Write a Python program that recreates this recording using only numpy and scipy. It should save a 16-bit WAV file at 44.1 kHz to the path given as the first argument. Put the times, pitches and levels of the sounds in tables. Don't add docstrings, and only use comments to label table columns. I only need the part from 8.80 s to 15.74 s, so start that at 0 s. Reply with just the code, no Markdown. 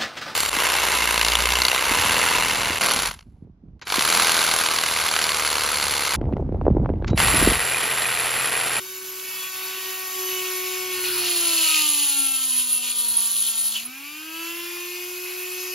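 import sys
import numpy as np
from scipy import signal
from scipy.fft import rfft, irfft
from scipy.io import wavfile
from scipy.ndimage import uniform_filter1d

SR = 44100
rng = np.random.default_rng(int(sys.argv[2]) if len(sys.argv) > 2 else 0)


def unload_wav(signal):
    wavfile.write(
        sys.argv[1],
        SR,
        np.round(np.clip(np.atleast_2d(signal).T, -1, 1) * 32767).astype(np.int16),
    )


N = 306054
TIME = np.arange(N) / SR
FREE_HZ = 368

# t/s, f/Hz (turns a second)
SHAFT_SPEED = [(0.0, 375), (0.4, 374.2), (0.6, 374), (1.0, 376), (1.4, 372.8), (1.8, 369.2), (2.05, 369.9),
               (2.3, 363), (2.55, 350.5), (2.85, 322.1), (3.15, 292.6), (3.45, 272.4), (3.8, 252),
               (4.2, 239.8), (4.4, 234), (4.7, 227.8), (4.98, 220.6)]
# t/s, whirr level/dB, lower whirr level over it/dB, casing boom level over it/dB, once-a-turn hum level/dB
MOTOR_LEVELS = [(0.0, -39, -1, -11.5, -44), (0.35, -38, 0.5, -12.5, -44.5), (0.6, -34.5, 0.5, -10, -47),
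                (0.9, -35.5, 4.5, -6.5, -44.5), (1.32, -34.5, 0, -9, -46), (1.4, -32.5, -1.5, -9, -35),
                (2.1, -34.5, -0.5, -5.5, -35), (2.35, -37, 10, -13, -33.5), (2.78, -31.5, 1, -8, -38.5),
                (2.9, -31, -3, -18, -41.5), (3.4, -33.5, -15, -13, -45.5), (3.9, -44, 0, -11, -50),
                (4.6, -38.5, -2.5, -16, -55), (4.93, -37, -4, -33, -55), (5.08, -44.5, 1, -5, -50.5),
                (5.52, -42.5, 2, -3.5, -44.5), (5.6, -39, 1.5, -3.5, -40), (6.3, -38.5, 0.5, -5.5, -38.5),
                (6.94, -37, -1, -7, -38)]
# t/s, width/s, change of level/dB, extra jaw rasp/dB, extra wrench ring/dB
HAND_PUSHES = [(0.7, 0.059, -2.5, 0, 0), (0.95, 0.043, -2, 0, 0), (2.26, 0.032, 3, 4, -3),
               (2.85, 0.015, 0, 0, 2), (3.25, .02, -0.5, 4, 0), (3.6, 0.015, -0.5, 1, -5),
               (3.64, 0.012, 4, -4, -6), (3.8, 0.074, 4, 10.5, 0.5), (3.87, 0.034, -1.5, -12, -1.5),
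               (3.95, 0.055, -0.5, 9.5, 7), (4.005, 0.036, -3.5, -7, -0.5), (4.07, 0.098, 4, 17, -6),
               (4.14, 0.028, -4, 5, 1), (4.2, 0.021, -1, 14, 2.5), (4.364, .004, 2, 0, -5),
               (4.39, .01, 0.5, -2, -3), (4.67, 0.04, 0.5, 13, 0.5), (4.74, 0.021, 0, -1, -10),
               (4.9, 0.012, -1.5, 0, -3), (4.965, 0.058, 2, 10, 5), (5.058, 0.019, 2, -5, 11)]
# f/Hz, width/Hz, relative level/dB
WRENCH_MODES = [(10290, 50, 6), (9840, 760, 5.5), (11000, 490, -25), (7900, 150, -14)]


def shaft(unsteady=0.00053):
    hz = speed() * (1 + unsteady * wander(25, count=1)[0])
    return np.cumsum(hz) / SR


def speed(recover_s=.46):
    end_s, end_hz = SHAFT_SPEED[-1]
    climb = FREE_HZ - (FREE_HZ - end_hz) * np.exp(-np.maximum(TIME - end_s, 0) / recover_s)
    return np.where(TIME < end_s, curves(SHAFT_SPEED)[0], climb)


def whirr(turns, swell_db=2.5, orders_db=-14, casing_hz=2622, casing_width_hz=730):
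    # f/Hz, relative level/dB
    high_colour = [(3300, -23.5), (4700, -10), (6000, -4), (8500, -2), (10000, -3), (11500, 2.5),
                   (12700, -1.5), (13400, -5.5), (14200, -16), (15600, -12)]
    # f/Hz, relative level/dB
    low_colour = [(100, -58), (250, -22.5), (520, -25.5), (1000, -9), (1900, -10.5), (3300, -8), (4700, -6),
                  (6500, -15.5)]
    # t/s, depth/0-1
    throb = [(0, .15), (1.3, .2), (1.45, .6), (2.15, .6), (2.6, .35), (5.1, .35), (5.7, .4), (6.3, .55)]

    level_db, low_db, casing_db, _ = curves(MOTOR_LEVELS)
    level_db = level_db + bumps(HAND_PUSHES)[0]
    pulse = 1 + curves(throb)[0] * np.cos(2 * np.pi * turns)
    high_air, low_air, casing_air = pulse * rng.standard_normal((3, N))

    air = coloured(high_air, high_colour)
    air += amp(low_db - 5.5) * coloured(low_air, low_colour)
    broad_peak = evened(signal.lfilter(*signal.iirpeak(casing_hz, 2.5, SR), casing_air))
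    air += amp(casing_db) * rung(broad_peak, [(casing_hz, casing_width_hz, 0)])

    orders = sum(amp(swell_db * swell) * np.cos(2 * np.pi * ((k + 8) * turns + rng.random()))
                 for k, swell in enumerate(wander(2.5, count=30)))
    return amp(level_db + 3.0) * (patchy(air, patch_db=1.98) + amp(orders_db) * evened(orders))


def hum(turns, phases, waver_db=.9, swell_db=2., grip_db=1.2, steady_db=-40):
    # f/Hz, level over the whirr table/dB
    housing = [(450, -28), (750, -29), (1100, -28), (1500, -29), (2600, -27)]
    # t/s, width/s, change of level/dB
    hum_dips = [(0.07, 0.021, -4), (0.53, .04, -3.5), (0.71, 0.055, -7.5), (0.98, 0.01, 5.5),
                (1.09, 0.041, 5.5), (2.89, 0.049, -4.5), (3.28, 0.027, -10), (3.41, 0.05, 6),
                (3.58, 0.053, -2.5), (3.75, .05, 4), (5.09, .03, 4.5)]

    whirr_db, *_, beat_db = curves(MOTOR_LEVELS)
    beat_db = beat_db + bumps(hum_dips)[0]
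    faintness = np.clip((steady_db - beat_db) / 6, 0, 1)
    beat_db = beat_db + grip_db * faintness * wander(14, count=1)[0]

    levels = [beat_db]
    for k, swell in enumerate(wander(4.5, count=6)):
        housing_db = read((k + 2) * speed(), *np.transpose(housing))
        levels.append(whirr_db + housing_db + swell_db * swell)

    out = np.zeros(N)
    for k, (db, waver) in enumerate(zip(levels, wander(18, count=7))):
        gain = amp(db + waver_db * np.sqrt(k) * waver)
        out += np.sqrt(2) * gain * np.cos(2 * np.pi * ((k + 1) * turns + phases[k + 1]))
    return out


def whines(turns, phases, fade_s=0.1, flutter_db=2.8, loaded_db=5, rough_order=9, loaded_orders=12,
           top_db=3.5, slip_turns=.07):
    # from t/s, to t/s, shaft order, level/dB
    stretches = [(0.7, 1.1, 2, -59), (1.1, 2.1, 2, -53), (2.4, 2.9, 2, -47), (3.85, 4.35, 2, -59),
                 (5.45, 5.8, 2, -64), (6.15, 7, 2, -63), (0, 0.5, 3, -57), (0.58, 1.2, 3, -47),
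                 (1.2, 2.25, 3, -43.5), (2.63, 2.9, 3, -41.5), (2.9, 3.1, 3, -45), (3.1, 3.55, 3, -51),
                 (3.55, 4.1, 3, -60), (4.1, 5.0, 3, -65), (5.0, 5.25, 3, -60), (5.25, 5.5, 3, -65),
                 (5.5, 6.1, 3, -51), (6.1, 7, 3, -58), (0, 0.55, 4, -55), (0.62, 0.95, 4, -48),
                 (0.9, 1.3, 4, -53), (1.5, 2.1, 4, -52), (2.15, 2.4, 4, -45), (2.58, 2.83, 4, -46),
                 (2.85, 3.08, 4, -39), (3.08, 3.25, 4, -49), (3.65, 3.95, 4, -57), (3.95, 4.45, 4, -52),
                 (4.45, 4.95, 4, -61), (5.2, 6.0, 4, -54), (5.52, 5.72, 4, -53), (6.25, 7, 4, -59),
                 (0.45, 0.75, 5, -52), (0.95, 1.55, 5, -48), (1.62, 1.8, 5, -45), (2.08, 2.28, 5, -47),
                 (2.7, 3.0, 5, -51), (3.28, 3.62, 5, -46), (3.6, 4.6, 5, -52), (4.6, 4.95, 5, -59),
                 (5.05, 5.4, 5, -58), (5.4, 5.72, 5, -51), (5.72, 6.2, 5, -55), (6.6, 7, 5, -54),
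                 (0, 0.4, 6, -57), (0.4, 0.62, 6, -48), (0.7, 0.95, 6, -49), (0.95, 1.4, 6, -53),
                 (1.5, 2.25, 6, -42), (3.1, 5.0, 6, -61), (5.08, 5.22, 6, -54), (5.65, 6.3, 6, -51),
                 (6.3, 7, 6, -56), (0.4, 0.62, 7, -47), (0.6, 1.35, 7, -51), (1.5, 1.8, 7, -45),
                 (2.1, 2.35, 7, -47), (2.35, 2.7, 7, -43), (2.85, 3.0, 7, -44), (3.0, 3.3, 7, -52),
                 (3.6, 3.9, 7, -58), (5.82, 6.65, 7, -43), (6.65, 7, 7, -41.5), (0.45, 0.62, 8, -48),
                 (0.8, 1.18, 8, -49), (0, 0.4, 8, -59), (1.4, 1.62, 8, -41), (1.8, 2.1, 8, -50),
                 (2.25, 2.6, 8, -48), (2.75, 3.03, 8, -42), (3.25, 3.9, 8, -54), (5.2, 5.5, 8, -47),
                 (5.5, 5.82, 8, -42), (5.82, 6.3, 8, -50), (0.56, 0.69, 9, -43), (0.8, 1.1, 9, -53),
                 (1.4, 2.3, 9, -51), (2.6, 2.8, 9, -44), (2.82, 3.05, 9, -41), (3.2, 3.48, 9, -48),
                 (5.1, 5.8, 9, -47), (5.8, 6.75, 9, -56), (0.75, 1.2, 10, -53), (1.45, 2.0, 10, -47),
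                 (0, 0.2, 10, -54), (2.8, 3.15, 10, -42), (3.15, 3.6, 10, -41), (3.7, 3.85, 10, -47),
                 (4.04, 4.14, 10, -45), (5.05, 6.2, 10, -53), (1.6, 2.0, 11, -50), (3.0, 3.3, 11, -41),
                 (3.4, 3.7, 11, -45), (3.7, 4.15, 11, -42), (0.6, 1.0, 12, -54), (1.4, 2.2, 12, -49),
                 (2.4, 3.2, 12, -46), (3.2, 3.68, 12, -46), (3.68, 3.86, 12, -43), (6.0, 6.2, 12, -52),
                 (6.55, 7, 12, -54), (1.4, 2.2, 13, -53), (3.6, 4.8, 13, -49), (6.0, 6.75, 13, -57),
                 (6.75, 7, 13, -51), (1.4, 1.8, 14, -49), (1.8, 2.2, 14, -46.5), (4.14, 4.95, 14, -47),
                 (5.4, 6.75, 14, -56), (6.75, 7, 14, -49), (1.5, 2.2, 15, -50), (3.2, 4.95, 15, -50),
                 (5.4, 5.6, 15, -55), (6.75, 7, 15, -49), (0, 1.2, 16, -56), (1.38, 1.8, 16, -46),
                 (2.4, 3.4, 16, -48), (4.2, 4.7, 16, -50), (4.72, 4.85, 17, -46), (5.17, 5.45, 16, -54),
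                 (5.45, 5.78, 16, -58), (5.78, 6.2, 16, -50), (6.75, 7, 16, -47), (1.35, 1.8, 17, -42),
                 (1.8, 2.0, 17, -46), (0, 1.2, 17, -57), (2.0, 2.4, 17, -53), (3.6, 4.4, 17, -50),
                 (5.95, 6.4, 17, -54), (6.76, 7, 17, -47), (0, 0.8, 18, -57), (4.0, 4.5, 18, -48),
                 (6.0, 6.3, 18, -58), (6.76, 7, 18, -48), (1.2, 1.8, 19, -55), (6.76, 7, 19, -53),
                 (0.3, 1.3, 32, -50), (1.38, 2.4, 32, -46), (5.6, 6.2, 32, -52), (6.33, 7, 32, -47)]
    # t/s, width/s, change of level/dB
    skips = [(2.6, .012, -8), (2.775, .01, -10), (2.84, .009, -16), (2.885, .005, -6), (3.09, .01, -6)]

    load = (1 - speed() / FREE_HZ) * (TIME < SHAFT_SPEED[-1][0])
    chance = np.array(wander(55, count=8)) + np.array(wander(13, count=8))
    flutters = np.minimum((flutter_db + loaded_db * load) * chance / np.sqrt(2), top_db)
    slips = slip_turns * load * np.array(wander(30, count=8))

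    out = np.zeros(N)
    for k, (start, end, order, db) in enumerate(stretches):
        span = slice(max(round((start - fade_s / 2) * SR), 0), round((end + fade_s / 2) * SR))
        fade = np.clip(np.minimum(TIME[span] - start, end - TIME[span]) / fade_s + .5, 0, 1)
        rough = np.minimum((order + loaded_orders * load[span]) / rough_order, 1) ** 2
        gain = amp(db + rough * flutters[k % len(flutters)][span])
        angle = round(order) * (turns[span] + slips[k % len(slips)][span]) + phases[round(order)]
        out[span] += fade * gain * np.cos(2 * np.pi * angle)
    return np.sqrt(2) * out * amp(bumps(skips)[0])


def grind(turns, chatter_db=0.5, edge_s=0.046, knock_turns=0.017, knock_share=.3, bite=0.5, uneven_db=1.2,
          jaw_base_hz=2666, jaw_rise_hz=1290, jaw_width_hz=680, lift_s=4.94, lift_fall_hz_per_s=5600):
    # wrench ring level/dB, jaw rasp level/dB, shank mode level/dB
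    cut = [(2.1, -32, -12, 4, 0), (2.22, -50.5, 11, 10.5, 8), (2.38, -43, 10.5, 9, 20),
           (2.48, -33.5, -1, 8, 18), (2.6, -31.5, 0, -2, 8.5), (2.82, -28.5, -1.5, 0, 10.5),
           (2.95, -26, -6, 2.5, 6), (3.07, -29, -2, 1.5, 8.5), (3.16, -28.5, -2, -5, -8),
           (3.55, -34, 3.5, -1, -11), (3.8, -37, 4, -10, 2.5), (4.3, -36.5, 7, -15, 8),
           (4.65, -34, 4, -12, 1), (4.88, -37.5, 8.5, -18, 11), (4.961, -35.5, -15, -1.5, -7),
           (5.031, -43, -11, 1, 12), (5.06, -57, -14, 1, 6), (5.1, -58, -9, 5, -6)]
    # f/Hz, relative level/dB
    chip_colour = [(500, -80), (1000, -16.5), (1900, -26), (2270, -32), (2480, -9.5), (4300, -2.5),
                   (5700, -13.5), (6900, -1.5), (7800, -7.5), (9000, -21), (10200, 5.5), (11300, -33),
                   (12500, -28), (13600, -27), (15500, -17)]
    # f/Hz, width/Hz, relative level/dB
    shank_modes = [(4160, 2200, -5.5), (4300, 210, -9)]

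    push_db, jaw_more_db, ring_more_db = bumps(HAND_PUSHES)
    cut_db, ring_db, jaw_db, shank_db = curves(cut)
    cut_db, ring_db, jaw_db = cut_db + push_db, ring_db + ring_more_db, jaw_db + jaw_more_db
    start_s, end_s = cut[0][0], cut[-1][0]

    jaw_hz = jaw_base_hz + jaw_rise_hz * (1 - speed() / FREE_HZ) + 90 * wander(12, count=1)[0]
    jaw_hz -= lift_fall_hz_per_s * np.clip(TIME - lift_s, 0, end_s - lift_s)

    per_turn = amp(uneven_db * rng.standard_normal(int(turns[-1]) + 2))[turns.astype(int)]
    bite_shape = 1 - bite + bite * np.exp(-(turns % 1) / 0.9)
    force = bite_shape * per_turn * amp(chatter_db * wander(40, count=1)[0])
    chips = force * rng.standard_normal((4, N))
    knocks = evened(per_turn * np.exp(-(turns % 1) / knock_turns))
    chips[[0, 2, 3]] = evened(chips[[0, 2, 3]]) + knock_share * knocks

    out = amp(4.5) * coloured(chips[0], chip_colour)
    out += amp(ring_db + 8.0) * rung(chips[1], WRENCH_MODES)
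    out += amp(jaw_db - 3.0) * gliding(chips[2], jaw_hz, jaw_width_hz)
    out += amp(shank_db - 11.5) * rung(chips[3], shank_modes)
    touch = np.clip(np.minimum(TIME - start_s, end_s - TIME) / edge_s, 0, 1)
    return touch * amp(cut_db) * out


def squeal(hz=4220, ring_width_hz=50):
    # t/s, width/s, level/dB
    song = [(2.265, .06, -36)]
    (s, width_s, db), = song
    swell = bumps([(s, width_s, 1)])[0]
    return amp(db) * swell * rung(rng.standard_normal(N), [(hz, ring_width_hz, 0)])


def pings(edge_s=.002):
    # t/s, length/s, level/dB
    bursts = [(4.3685, .008, -13), (4.385, .012, -22), (5.052, .016, -29)]
    s, length_s, db = np.transpose(bursts)[:, :, None]
    shape = np.clip(np.minimum(TIME - s, s + length_s - TIME) / edge_s + .5, 0, 1)
    envelope = (amp(db) * shape).sum(axis=0)
    return np.sqrt(2) * envelope * np.sin(2 * np.pi * WRENCH_MODES[0][0] * TIME)


def ticks(width_s=.0004):
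    # t/s, f/Hz, level/dB
    tick_rows = [(.396, 6000, -28), (.3985, 3200, -24)]
    out = np.zeros(N)
    t = np.arange(-100, 100) / SR
    for s, hz, db in tick_rows:
        tick = np.exp(-(t / width_s) ** 2) * np.sin(2 * np.pi * hz * t)
        out[round(s * SR) - 100:][:200] += amp(db) * tick
    return out


def rumble(sink_s=2.2, base_db=-52.5, grinding_db=-5.5):
    # f/Hz, relative level/dB
    rumble_colour = [(25, -40), (40, -21), (60, -8.5), (100, -4), (200, -8.5), (350, -1.5), (600, -14.5)]
    # t/s, width/s, change of level/dB
    thuds = [(1.72, .06, 0), (0.1, 0.31, 0), (2.25, 0.15, 11), (2.38, 0.073, 4), (2.6, 0.25, 13),
             (4.29, 0.037, 6), (5.07, .03, 10), (5.8, .05, 3)]
    level_db = base_db + grinding_db * (TIME > sink_s) + bumps(thuds)[0]
    return amp(level_db) * coloured(rng.standard_normal(N), rumble_colour)


def bench(x, t60=0.05, drift_hz=3.):
    out = np.zeros(N)
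    for k in range(3):
        taps = np.zeros(4000)
        taps[np.arange(40, 3980, 20) + rng.integers(0, 20, 197)] = rng.choice([-1., 1.], 197)
        taps *= amp(-60 * np.arange(4000) / SR / t60)
        share = np.sqrt(2 / 3) * np.cos(np.pi * (drift_hz * TIME + k / 3))
        out += signal.fftconvolve(x * share, taps / np.linalg.norm(taps))[:N]
    return out


def amp(db):
    return 10 ** (np.asarray(db) / 20)


def evened(x):
    return x / np.sqrt(np.mean(x ** 2) + 1e-20)


def curves(rows):
    s, *columns = np.transpose(rows)
    return [np.interp(TIME, s, c) for c in columns]


def bumps(rows):
    s, width_s, *heights = np.transpose(rows)
    return np.array(heights) @ np.exp(-((TIME - s[:, None]) / width_s[:, None]) ** 2)


def wander(rate_hz, count):
    knots = rng.standard_normal((count, 400))
    return [np.interp(TIME * rate_hz, np.arange(400), k) * np.sqrt(1.5) for k in knots]


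def read(hz, at_hz, value):
    return np.interp(np.log(hz + 1), np.log(at_hz + 1), value)


def coloured(x, spectrum):
    gain = amp(read(np.fft.rfftfreq(N, 1 / SR), *np.transpose(spectrum)))
    return evened(irfft(rfft(x) * gain, N))


def rung(x, modes):
    return evened(sum(amp(db) * evened(signal.lfilter(*signal.iirpeak(hz, hz / width_hz, SR), x))
                      for hz, width_hz, db in modes))


def gliding(x, hz, width_hz):
    carrier = np.exp(2j * np.pi * np.cumsum(hz) / SR)
    r = np.exp(-np.pi * width_hz / SR)
    smooth = signal.lfilter([1], np.convolve([1, -r], [1, -r]), x / carrier)
    return evened((carrier * smooth).real)


def patchy(x, patch_db):
    z = signal.stft(x, nperseg=512, noverlap=384)[2]
    patches = uniform_filter1d(rng.standard_normal(z.shape), size=4, axis=0)
    patches = uniform_filter1d(patches, size=14, axis=1)
    gain_db = patch_db * evened(patches) - patch_db ** 2 * np.log(10) / 20
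    return signal.istft(z * amp(gain_db), nperseg=512, noverlap=384)[1][:N]


def scene():
    turns, phases = shaft(), rng.random(size=40)
    direct = whirr(turns) + hum(turns, phases) + whines(turns, phases)
    direct += patchy(grind(turns), patch_db=1.1)
    direct += squeal() + pings() + ticks() + rumble()
    return np.array([direct, bench(direct)])


def record(dry, edge_hz=15780):
    # f/Hz, likeness/0-1, left over right level/dB
    stereo = [(80, .9, .5), (350, .99, -.6), (560, .65, 3), (700, .75, 5), (900, .68, 1.5), (1130, .75, 7),
              (1500, .9, 3), (1850, .99, .6), (2400, .99, .6), (3200, .92, .9), (5300, .95, 0),
              (5750, .7, 0), (7300, .78, .4), (8000, 1, 0), (9250, 1, 0), (9700, .9, 0), (11500, .73, 0),
              (12200, .8, 0), (12800, 1, 0)]
    # f/Hz, phase/rad
    phase_lead = [(80, 0), (430, -.5), (620, .2), (1080, -.8), (1650, 0), (2400, 0), (4300, -.45),
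                  (5350, 0), (5800, 1.3), (6800, .8), (7100, 1.1), (7750, np.pi), (9350, np.pi),
                  (9900, 4.05), (11200, 4.8), (12250, 5.6), (12700, 2 * np.pi)]

    hz = np.fft.rfftfreq(N, 1 / SR)
    at_hz, like, balance_db = np.transpose(stereo)
    like = np.clip(read(hz, at_hz, like), 0, 1)
    direct, scattered = rfft(dry) * np.sqrt([1 + like, 1 - like]) / np.sqrt(2)
    apart = amp(read(hz, at_hz, balance_db) / 2) * np.exp(-.5j * read(hz, *np.transpose(phase_lead)))
    bass_cut = 1 / np.sqrt(1 + (45 / (hz + 1)) ** 6)
    channels = irfft(bass_cut * [(direct + scattered) * apart, (direct - scattered) / apart], N)
    low_pass = signal.firwin(1023, edge_hz, window=("kaiser", 9), fs=SR)
    return signal.oaconvolve(channels, low_pass[None], "same")


dry = scene()
out = record(dry)
unload_wav(out)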